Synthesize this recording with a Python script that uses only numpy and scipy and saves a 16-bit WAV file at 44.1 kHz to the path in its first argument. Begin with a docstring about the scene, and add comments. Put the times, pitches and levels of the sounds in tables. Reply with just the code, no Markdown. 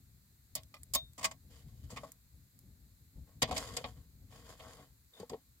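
"""A wood fire flutters softly outdoors; over it a steel spatula clicks on an iron griddle and twigs snap.
The spatula's hooked handle catches the griddle's ring and lifts it. The griddle, damped by the bread on
it, is set down on the hearth stones, dragged over them and nudged until it settles. Impact and friction
drive the resonances of the one iron plate, heard close to a phone with two microphone ports."""
import sys
import numpy as np
from scipy import signal
from scipy.fft import rfft, irfft
from scipy.io import wavfile
from scipy.ndimage import uniform_filter1d

SR = 44100
rng = np.random.default_rng(int(sys.argv[2]) if len(sys.argv) > 2 else 0)


def generate_wav(signal):
    """Clip the signal to [-1, 1] and save it as 16-bit WAV at the path in sys.argv[1]."""
    frames = np.transpose(np.atleast_2d(signal))
    scaled = np.clip(frames, -1, 1) * 32767
    pcm = np.round(scaled).astype(np.int16)
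    wavfile.write(sys.argv[1], SR, pcm)


N = 246959
T = np.arange(N) / SR

# Broad spectra of the sources. Each row: frequency in Hz, relative level in dB.
HISS_SPECTRUM = [(300, -0.5), (600, -11.5), (1000, -7), (1600, -4.5), (2200, -5.5), (3100, -11.5),
                 (4100, 0), (5700, -8.5), (7400, -0.5), (9200, -8), (11000, -3.5), (12800, 0), (15000, -2),
                 (16000, -9)]
FLAME_SPECTRUM = [(13, -35.5), (22, -22.5), (39, -8), (61, 2.5), (90, -1.5), (120, -2), (174, -10.5),
                  (209, -12.5), (285, -16.5), (323, -26.5), (795, -38.5), (900, -39.5), (1170, -84.5),
                  (1980, -120)]
BLADE_SPECTRUM = [(60, 3), (200, -8), (360, -26), (570, 2.5), (740, -11.5), (1100, -6), (1500, -16),
                  (2000, -6), (2800, -4.5), (5500, 5.5), (8700, 4.5), (9300, -16.5), (10500, 2), (16000, 1)]
HOOK_SPECTRUM = [(60, 13.5), (200, 10.5), (360, -11), (550, 6.5), (740, 2), (1150, 5), (1500, -8.5),
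                 (2150, 0), (3000, -7), (4200, -6.5), (6200, -1.5), (7500, -5), (8400, -2.5), (9400, -13.5),
                 (12000, -17), (16000, -16)]
RIM_SPECTRUM = [(60, 8), (155, 4.5), (200, 0.5), (350, -8.5), (480, 10.5), (740, 7.5), (1100, 2),
                (1500, -8.5), (2200, -4.5), (3100, -6), (4500, -3), (6500, -4.5), (8400, -7), (9500, -16),
                (12000, -14.5), (16000, -26.5)]
DRAG_SPECTRUM = [(100, -1), (250, -4), (350, -8), (480, 6.5), (740, -3), (1100, -3), (1450, -2.5),
                 (2200, -7), (3100, -5), (4500, -2), (7000, -2.5), (8400, -7), (9500, -9), (12000, -10),
                 (16000, -19.5)]
# Imbalance of the ports. Each row: frequency in Hz, left minus right in dB.
PORT_BALANCE = [(50, 4.5), (200, 2), (500, 2.5), (1100, 5), (1650, 2), (2100, -8.5), (2600, -8.5),
                (3250, 5), (4500, -1), (6500, -4), (8000, -1), (11000, -4), (16000, -4.5)]
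# The flames' roar and their flaps, mostly fanned by the plate. Each row: time in seconds, level in dB.
FLAME_LEVELS = [(0.0, -66), (0.39, -68), (0.56, -63.5), (1.39, -62.5), (1.7, -58), (1.87, -58),
                (2.09, -66.5), (2.24, -70), (2.65, -60.5), (3.07, -65.5), (3.62, -54), (3.77, -54.5),
                (3.99, -59.5), (4.76, -63.5), (5.01, -70), (5.24, -86), (5.43, -73.5), (5.6, -69)]
FLAME_FLAPS = [(0.91, -54.5), (1.03, -56.5), (1.47, -60), (1.669, -51), (1.745, -50.5), (2.35, -56.5),
               (3.179, -48.5), (3.23, -53.5), (3.73, -50)]
# Burning twigs. Each row: start in seconds, relative peak in dB, strongest frequency in Hz.
TWIG_SNAPS = [(0.634, -38, 6750), (0.8329, -32, 12400), (1.1337, -47, 7020), (2.119, -31, 12400),
              (2.59, -40.5, 10200)]
# The griddle's modes. Each row: frequency in Hz, bandwidth in Hz, dB above the broad response.
PLATE_MODES = [(265.5, 37, 13.5), (466.3, 24, -0.5), (643, 16, 5.5), (733.5, 19, 8), (829, 15, 4),
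               (1000, 35, -2), (1094, 42, 4.5), (1847, 70, 1), (2050, 60, 1.5), (2468, 29, 6.5),
               (3046, 130, 6), (3410, 35, -6.5), (4550, 63, 3.5), (4870, 43, 2.5), (5430, 48, 2.5),
               (6800, 81, -5), (7606, 90, 4)]
# Free modes of the spatula and the lifting ring. Each row: frequency in Hz, level in dB, T60 in seconds.
SPATULA_MODES = [(630, -25, .1), (1095, -1, .045), (1319, -30, .12), (3677, -2, .2), (6481, -16, .09),
                 (8580, -4, .03), (15068, -8, .1)]
RING_MODES = [(1210, 0, .07), (2020, -3, .05), (2420, -1, .045), (3320, -8, .045), (4360, -3, .025),
              (5430, -5, .035)]
# The blade springs off, the ring clinks, the plate's weight shifts. Each row: start in seconds, level in dB.
BLADE_SPRINGS = [(0.957, -27.5)]
RING_CLINKS = [(0.741, -50), (0.767, -57.5), (1.25, -41.5), (1.97, -47)]
WEIGHT_SHIFTS = [(1.92, -42), (1.977, -46), (2.037, -50.5), (3.424, -32.5), (3.515, -37), (3.485, -36.5),
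                 (3.722, -45), (4.79, -51.5), (5.198, -41), (5.299, -44.5), (5.335, -50)]
# The domed plate rocks on the hearth. Each row: start in seconds, level in dB, pitch in Hz.
ROCKING_KNOCKS = [(2.033, -36.5, 588), (3.511, -27.5, 727), (3.81, -41.5, 515), (3.842, -38, 682),
                  (5.1988, -39.5, 422), (5.23, -35, 478), (5.318, -36.5, 429), (5.3311, -29.5, 446),
                  (5.343, -31.5, 452)]
# A last nudge squeaks. Each row: start and length in seconds, level in dB, pitch in Hz.
RIM_SQUEAKS = [(5.135, 0.054, -65.5, 3600)]
# Pushes of the griddle. Each row: start and length in seconds, then level, swell and grittiness in dB.
PUSHES = [(1.508, 0.071, -72, 7, 6), (1.676, 0.36, -78.5, 7, 6.5), (1.899, 0.17, -62, 1.5, -5.5),
          (3.174, 0.017, -69, -13.5, -5), (3.293, 0.013, -57.5, -12, -12), (3.556, 0.34, -41.5, -15.5, 0),
          (3.98, 0.033, -69, -3.5, -3), (4.304, .02, -73, 2, 6), (4.35, 0.084, -57, -3.5, -1.5),
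          (4.46, 0.14, -55.5, -5, -1), (4.618, 0.037, -58.5, 0, -7.5), (4.679, .16, -50.5, -8.5, -4),
          (5.146, 0.078, -63, 3, -3.5), (5.319, 0.013, -58.5, -4, -1)]
# Blade on iron, hook in ring, rim on stone.
# Each row: start and length in seconds, level in dB, then clank and scratch in dB over that level.
BLADE_CONTACTS = [(0.5525, 0.0018, -46, 2.5, 19), (0.562, .019, -54.5, 3, -2),
                  (0.741, 0.0064, -53, -3.5, -4), (0.9365, .0065, -47.5, 7, 20),
                  (0.949, .0063, -39, 3.5, 14)]
HOOK_CONTACTS = [(1.18, 0.016, -47, -6, -1.5), (1.211, 0.0092, -50, -2, -5), (1.23, .011, -49.5, 5, 8),
                 (1.244, 0.011, -37, 7, 8.5), (1.312, 0.0036, -50.5, 2.5, 4), (1.903, 0.017, -53, -6, 1.5),
                 (1.962, 0.0052, -51.5, 1.5, -2), (1.972, 0.0048, -49, 5, -3.5),
                 (2.034, .0026, -44, -16, -17)]
RIM_CONTACTS = [(3.421, 0.008, -29, 3, 3.5), (3.477, 0.02, -44.5, -9, -12), (3.511, 0.017, -36, -8.5, -9.5),
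                (3.565, 0.0065, -39.5, 3, 1), (3.578, 0.0026, -48, 2, 17), (3.768, 0.0046, -41.5, 2.5, 10),
                (3.842, 0.0048, -37, -3, -29), (4.324, 0.0039, -59, -5, -12), (4.599, 0.0088, -51, -4, -28),
                (4.788, 0.0046, -56.5, -9.5, -27), (5.2, 0.0026, -53.5, -4.5, 3.5),
                (5.297, 0.0018, -47.5, -6, 3), (5.333, 0.0026, -44, -12.5, -31)]
# Edges in Hz of a contact's four bands: thud, body, clank, scratch.
CONTACT_EDGES_HZ = [60, 350, 1400, 4200, 16500]


def undb(db):
    """Decibels to amplitude ratio."""
    return 10 ** (np.asarray(db) / 20)


def unit(x):
    """Normalisation to an rms of 1."""
    return x / np.sqrt(np.mean(x ** 2))


def fade(t, t60):
    """Exponential decay from t = 0, by 60 dB in t60 seconds."""
    return np.exp(-np.log(1000) * np.maximum(t, 0) / t60)


def place(x, start):
    """A short sound delayed to its start in seconds."""
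    return np.pad(x, (int(start * SR), N))[:N]


def convolve(x, response):
    """Convolution with an impulse response; either may have a row per port."""
    return signal.oaconvolve(np.atleast_2d(x), np.atleast_2d(response), axes=-1)[:, :np.shape(x)[-1]]


def colour(x, spectrum, size=4096):
    """Minimum-phase filter through (Hz, dB) points, by folding the cepstrum."""
    hz, db = np.transpose(spectrum)
    bins_hz = np.maximum(np.fft.rfftfreq(size, 1 / SR), 1)
    gain = undb(np.interp(np.log(bins_hz), np.log(hz), db))
    cepstrum = irfft(np.log(gain))
    cepstrum[1:size // 2] *= 2
    cepstrum[size // 2 + 1:] = 0
    return convolve(x, irfft(np.exp(rfft(cepstrum))))


def band(x, low_hz, high_hz, order=3):
    """Band-pass filter."""
    return signal.sosfilt(signal.butter(order, [low_hz, high_hz], "band", fs=SR, output="sos"), x)


def grit(rate, spread_db, channels=1):
    """Shot noise: tiny collisions of unequal size, on average rate per second."""
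    hit = rng.random((channels, N)) < rate / SR
    size = rng.laplace(size=(channels, N))
    return unit(hit * np.sign(size) * undb(spread_db * np.minimum(np.abs(size), 4)))


def wander(rate):
    """Smooth random modulation of rms 1, with rate new values per second."""
    hold = int(SR / rate)
    steps = np.repeat(rng.standard_normal(N // hold + 1), hold)
    return unit(uniform_filter1d(uniform_filter1d(steps, hold), hold)[:N])


def strike(start, modes, rise_s=0.000097, size=16384):
    """Free vibration of a struck body: a sum of damped sinusoids."""
    t = T[:size]
    tone = sum(undb(db) * fade(t, t60) * np.sin(2 * np.pi * hz * t) for hz, db, t60 in modes)
    return place(np.minimum(t / rise_s, 1) * tone, start)


def yard(x, near_db=-7, near_t60=0.026, far_db=-28, far_t60=0.12, size=16384):
    """Reflection: hearth stones scatter the sound at once; wall and ground answer faintly."""
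    t = T[:size]
    near = band(rng.standard_normal((2, size)) * fade(t, near_t60), 1800, 16000, order=2)
    far = band(rng.standard_normal((2, size)) * fade(t, far_t60) * (t > .015), 300, 5000, order=1)
    reflections = (undb(near_db) * unit(near) + undb(far_db) * unit(far)) / np.sqrt(size)
    direct = colour(x, [(700, -2.1), (2500, -2.0)])
    return direct + convolve(x, reflections)


def hiss(level_db=-70):
    """Faint stationary noise, uncorrelated at the two ports."""
    return undb(level_db) * unit(colour(rng.standard_normal((2, N)), HISS_SPECTRUM))


def flames(flutter_db=2.5, gain_db=2.66, eddies_db=-17, embers_db=-90, flap_half_s=0.015):
    """Turbulent combustion: flames puff unevenly and flap in the draught; embers crackle faintly."""
    level_db = np.interp(T, *np.transpose(FLAME_LEVELS))
    gas = rng.standard_normal(N) + undb(eddies_db) * rng.standard_normal((2, N))
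    roar = unit(colour(gas * undb(flutter_db * wander(35)), FLAME_SPECTRUM))
    flaps = sum(undb(db) * np.exp(-.5 * ((T - time) / flap_half_s) ** 2) for time, db in FLAME_FLAPS)
    embers = unit(band(grit(30, 3), 3500, 13200, order=2))
    draught = unit(colour(rng.standard_normal(N), FLAME_SPECTRUM))
    return undb(level_db + gain_db) * roar + flaps * draught + undb(embers_db) * embers


def twig_snaps(t60=0.0059, gain_db=-1, size=4096):
    """Sudden fracture: each burning twig emits a brief, bright burst of noise."""
    out = 0
    for start, db, hz in TWIG_SNAPS:
        spit = rng.standard_normal(size) * fade(T[:size], t60)
        spit = colour(spit, [(hz / 10, -18), (hz / 4, -16), (hz / 1.9, -3), (hz, 0), (hz * 2, -5)])[0]
        out += undb(db + gain_db) * place(spit / np.abs(spit).max(), start)
    return out


def rim_squeak(width_hz=220, t60=.06):
    """Stick-slip friction at the rim: a narrow band of noise about one high pitch."""
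    out = 0
    for start, length, db, hz in RIM_SQUEAKS:
        envelope = (T > start) * fade(T - start - length, t60)
        tone = band(rng.standard_normal(N), hz - width_hz / 2, hz + width_hz / 2, order=2)
        out += undb(db) * envelope * unit(tone)
    return out


def ring_clinks():
    """Impact excites the inharmonic modes of the lifting ring."""
    return sum(undb(db) * strike(start, RING_MODES) for start, db in RING_CLINKS)


def spatula():
    """The thin blade vibrates freely once it springs off the iron."""
    return sum(undb(db) * strike(start, SPATULA_MODES) for start, db in BLADE_SPRINGS)


def griddle(spectrum, vary_db=0, size=8192):
    """The plate's impulse response: a click plus damped modes; vary_db shifts the spot touched."""
    t = T[:size]
    spot_db = vary_db * rng.standard_normal(len(PLATE_MODES))
    response = 0
    for (hz, width_hz, db), offset_db in zip(PLATE_MODES, spot_db):
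        damping = np.pi * width_hz
        amplitude = undb(db + offset_db) * 2 * damping / SR
        response += amplitude * np.exp(-damping * t) * np.cos(2 * np.pi * hz * t)
    response[0] += 1
    return colour(response, spectrum)


def thumps(t60=0.16, rise_s=0.0052, gain_db=-3, size=8192):
    """Forced vibration: the plate's shifting weight sends a dull thud through the hearth."""
    t = T[:size]
    press = np.minimum(t / rise_s, 1) * fade(t, t60)
    force = sum(undb(db) * place(press, start) for start, db in WEIGHT_SHIFTS)
    response = band(griddle(RIM_SPECTRUM), 55, 320)
    return undb(gain_db) * convolve(force * rng.standard_normal(N), response / np.linalg.norm(response))


def rocking(t60=0.048, rise_s=0.002, overtone_ratio=1.8, overtone_db=-12):
    """Soft impacts give hollow knocks; the point of support on the stones sets their pitch."""
    return sum(undb(db) * strike(start, [(hz, 0, t60), (hz * overtone_ratio, overtone_db, t60)], rise_s)
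               for start, db, hz in ROCKING_KNOCKS)


def grind(judder, rate, spread_db, channels=1, vary_db=4, shift_db=5, spots=4):
    """Mode strength depends on the driving point, so the timbre shifts as it wanders along the rim."""
    shares = undb(shift_db * np.array([wander(16) for _ in range(spots)]))
    shares /= np.linalg.norm(shares, axis=0)
    return sum(convolve(share * judder * grit(rate, spread_db, channels), griddle(DRAG_SPECTRUM, vary_db))
               for share in shares)


def drag(attack_s=0.039, t60=.27, judder_db=1.5, catch_db=1.76, bumps_db=-2, sand_db=-4, rumble_db=-7):
    """Sliding friction on stone: bumps shake the juddering plate, sand crunches, the hearth rumbles."""
    effort, crunch = 0, 0
    for start, length, db, swell_db, gritty_db in PUSHES:
        t = T - start
        attack = np.clip(1 + t / attack_s, 0, 1) ** 2
        swell = undb(swell_db * np.clip(t / length, 0, 1))
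        push = undb(db) * attack * swell * fade(t - length, t60)
        effort += push
        crunch += undb(gritty_db) * push
    judder = unit(undb(judder_db * wander(220) + catch_db * wander(55)))
    shaking = grind(judder, rate=600, spread_db=3.1)
    bumps = undb(bumps_db) * unit(band(shaking, 180, 1700))
    rumble = undb(rumble_db) * unit(band(shaking, 50, 260))
    grains = grind(judder, rate=1100, spread_db=3.4, channels=2)
    sand = undb(sand_db) * unit(band(grains, 1300, 16000))
    return effort * (bumps + rumble) + crunch * sand


def contacts(table, spectrum, t60s, rise_s, rate, spread_db, gain_db, thud_db):
    """Contact chatter drives the plate in four bands and decays soonest in the treble."""
    plate, out = griddle(spectrum), 0
    # Long waves reach both ports alike; short ones differ.
    alike, unlike = grit(rate, spread_db), grit(rate, spread_db, channels=2)
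    for k, (t60, chatter) in enumerate(zip(t60s, [alike, alike, unlike, unlike])):
        force = np.zeros_like(chatter)
        for start, length, db, clank_db, scratch_db in table:
            span = slice(int((start - rise_s) * SR), int((start + .5) * SR))
            t = T[span] - start
            press = np.clip(1 + t / rise_s, 0, 1) ** 2 * fade(t - length, t60)
            slips = unit(press * chatter[:, span]) * np.sqrt(np.mean(press ** 2))
            # An edge clanks and scratches more than a flat face.
            band_db = [thud_db, 0, clank_db, scratch_db][k]
            force[:, span] += undb(db + band_db) * slips
        response = band(plate, CONTACT_EDGES_HZ[k], CONTACT_EDGES_HZ[k + 1])
        out = out + convolve(force, response / np.linalg.norm(response))
    return undb(gain_db) * out


def ports(sound, lag_samples=7):
    """Path difference: sound reaches the nearer, left port first, and each port colours it."""
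    left, right = sound
    right = np.pad(right, (lag_samples, 0))[:N]
    return np.vstack([colour(left, [(hz, db / 2) for hz, db in PORT_BALANCE]),
                      colour(right, [(hz, -db / 2) for hz, db in PORT_BALANCE])])


def scene():
    """Superposition of fire, spatula and griddle at the two ports, over the hiss."""
    blade = contacts(BLADE_CONTACTS, BLADE_SPECTRUM, t60s=[0.091, 0.094, 0.078, 0.031],
                     rise_s=0.0012, rate=7000, spread_db=1, gain_db=-1.5, thud_db=-8)
    hook = contacts(HOOK_CONTACTS, HOOK_SPECTRUM, t60s=[0.12, 0.09, 0.056, 0.043],
                    rise_s=0.0029, rate=5000, spread_db=2, gain_db=-0.97, thud_db=-9.5)
    rim = contacts(RIM_CONTACTS, RIM_SPECTRUM, t60s=[0.12, 0.083, 0.068, 0.023],
                   rise_s=0.004, rate=4200, spread_db=3.5, gain_db=-0.6, thud_db=-8)
    with_reflections = yard(blade + hook + rim + drag() + rim_squeak() + twig_snaps())
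    direct_only = spatula() + ring_clinks() + rocking() + thumps() + flames()
    return ports(with_reflections + direct_only) + hiss()


def record(dry, cutoff_hz=16200):
    """Band limiting: the phone's steep low-pass filter removes the highest treble."""
    return signal.sosfilt(signal.ellip(8, .2, 70, cutoff_hz, fs=SR, output="sos"), dry)


dry = scene()
out = record(dry)
generate_wav(out)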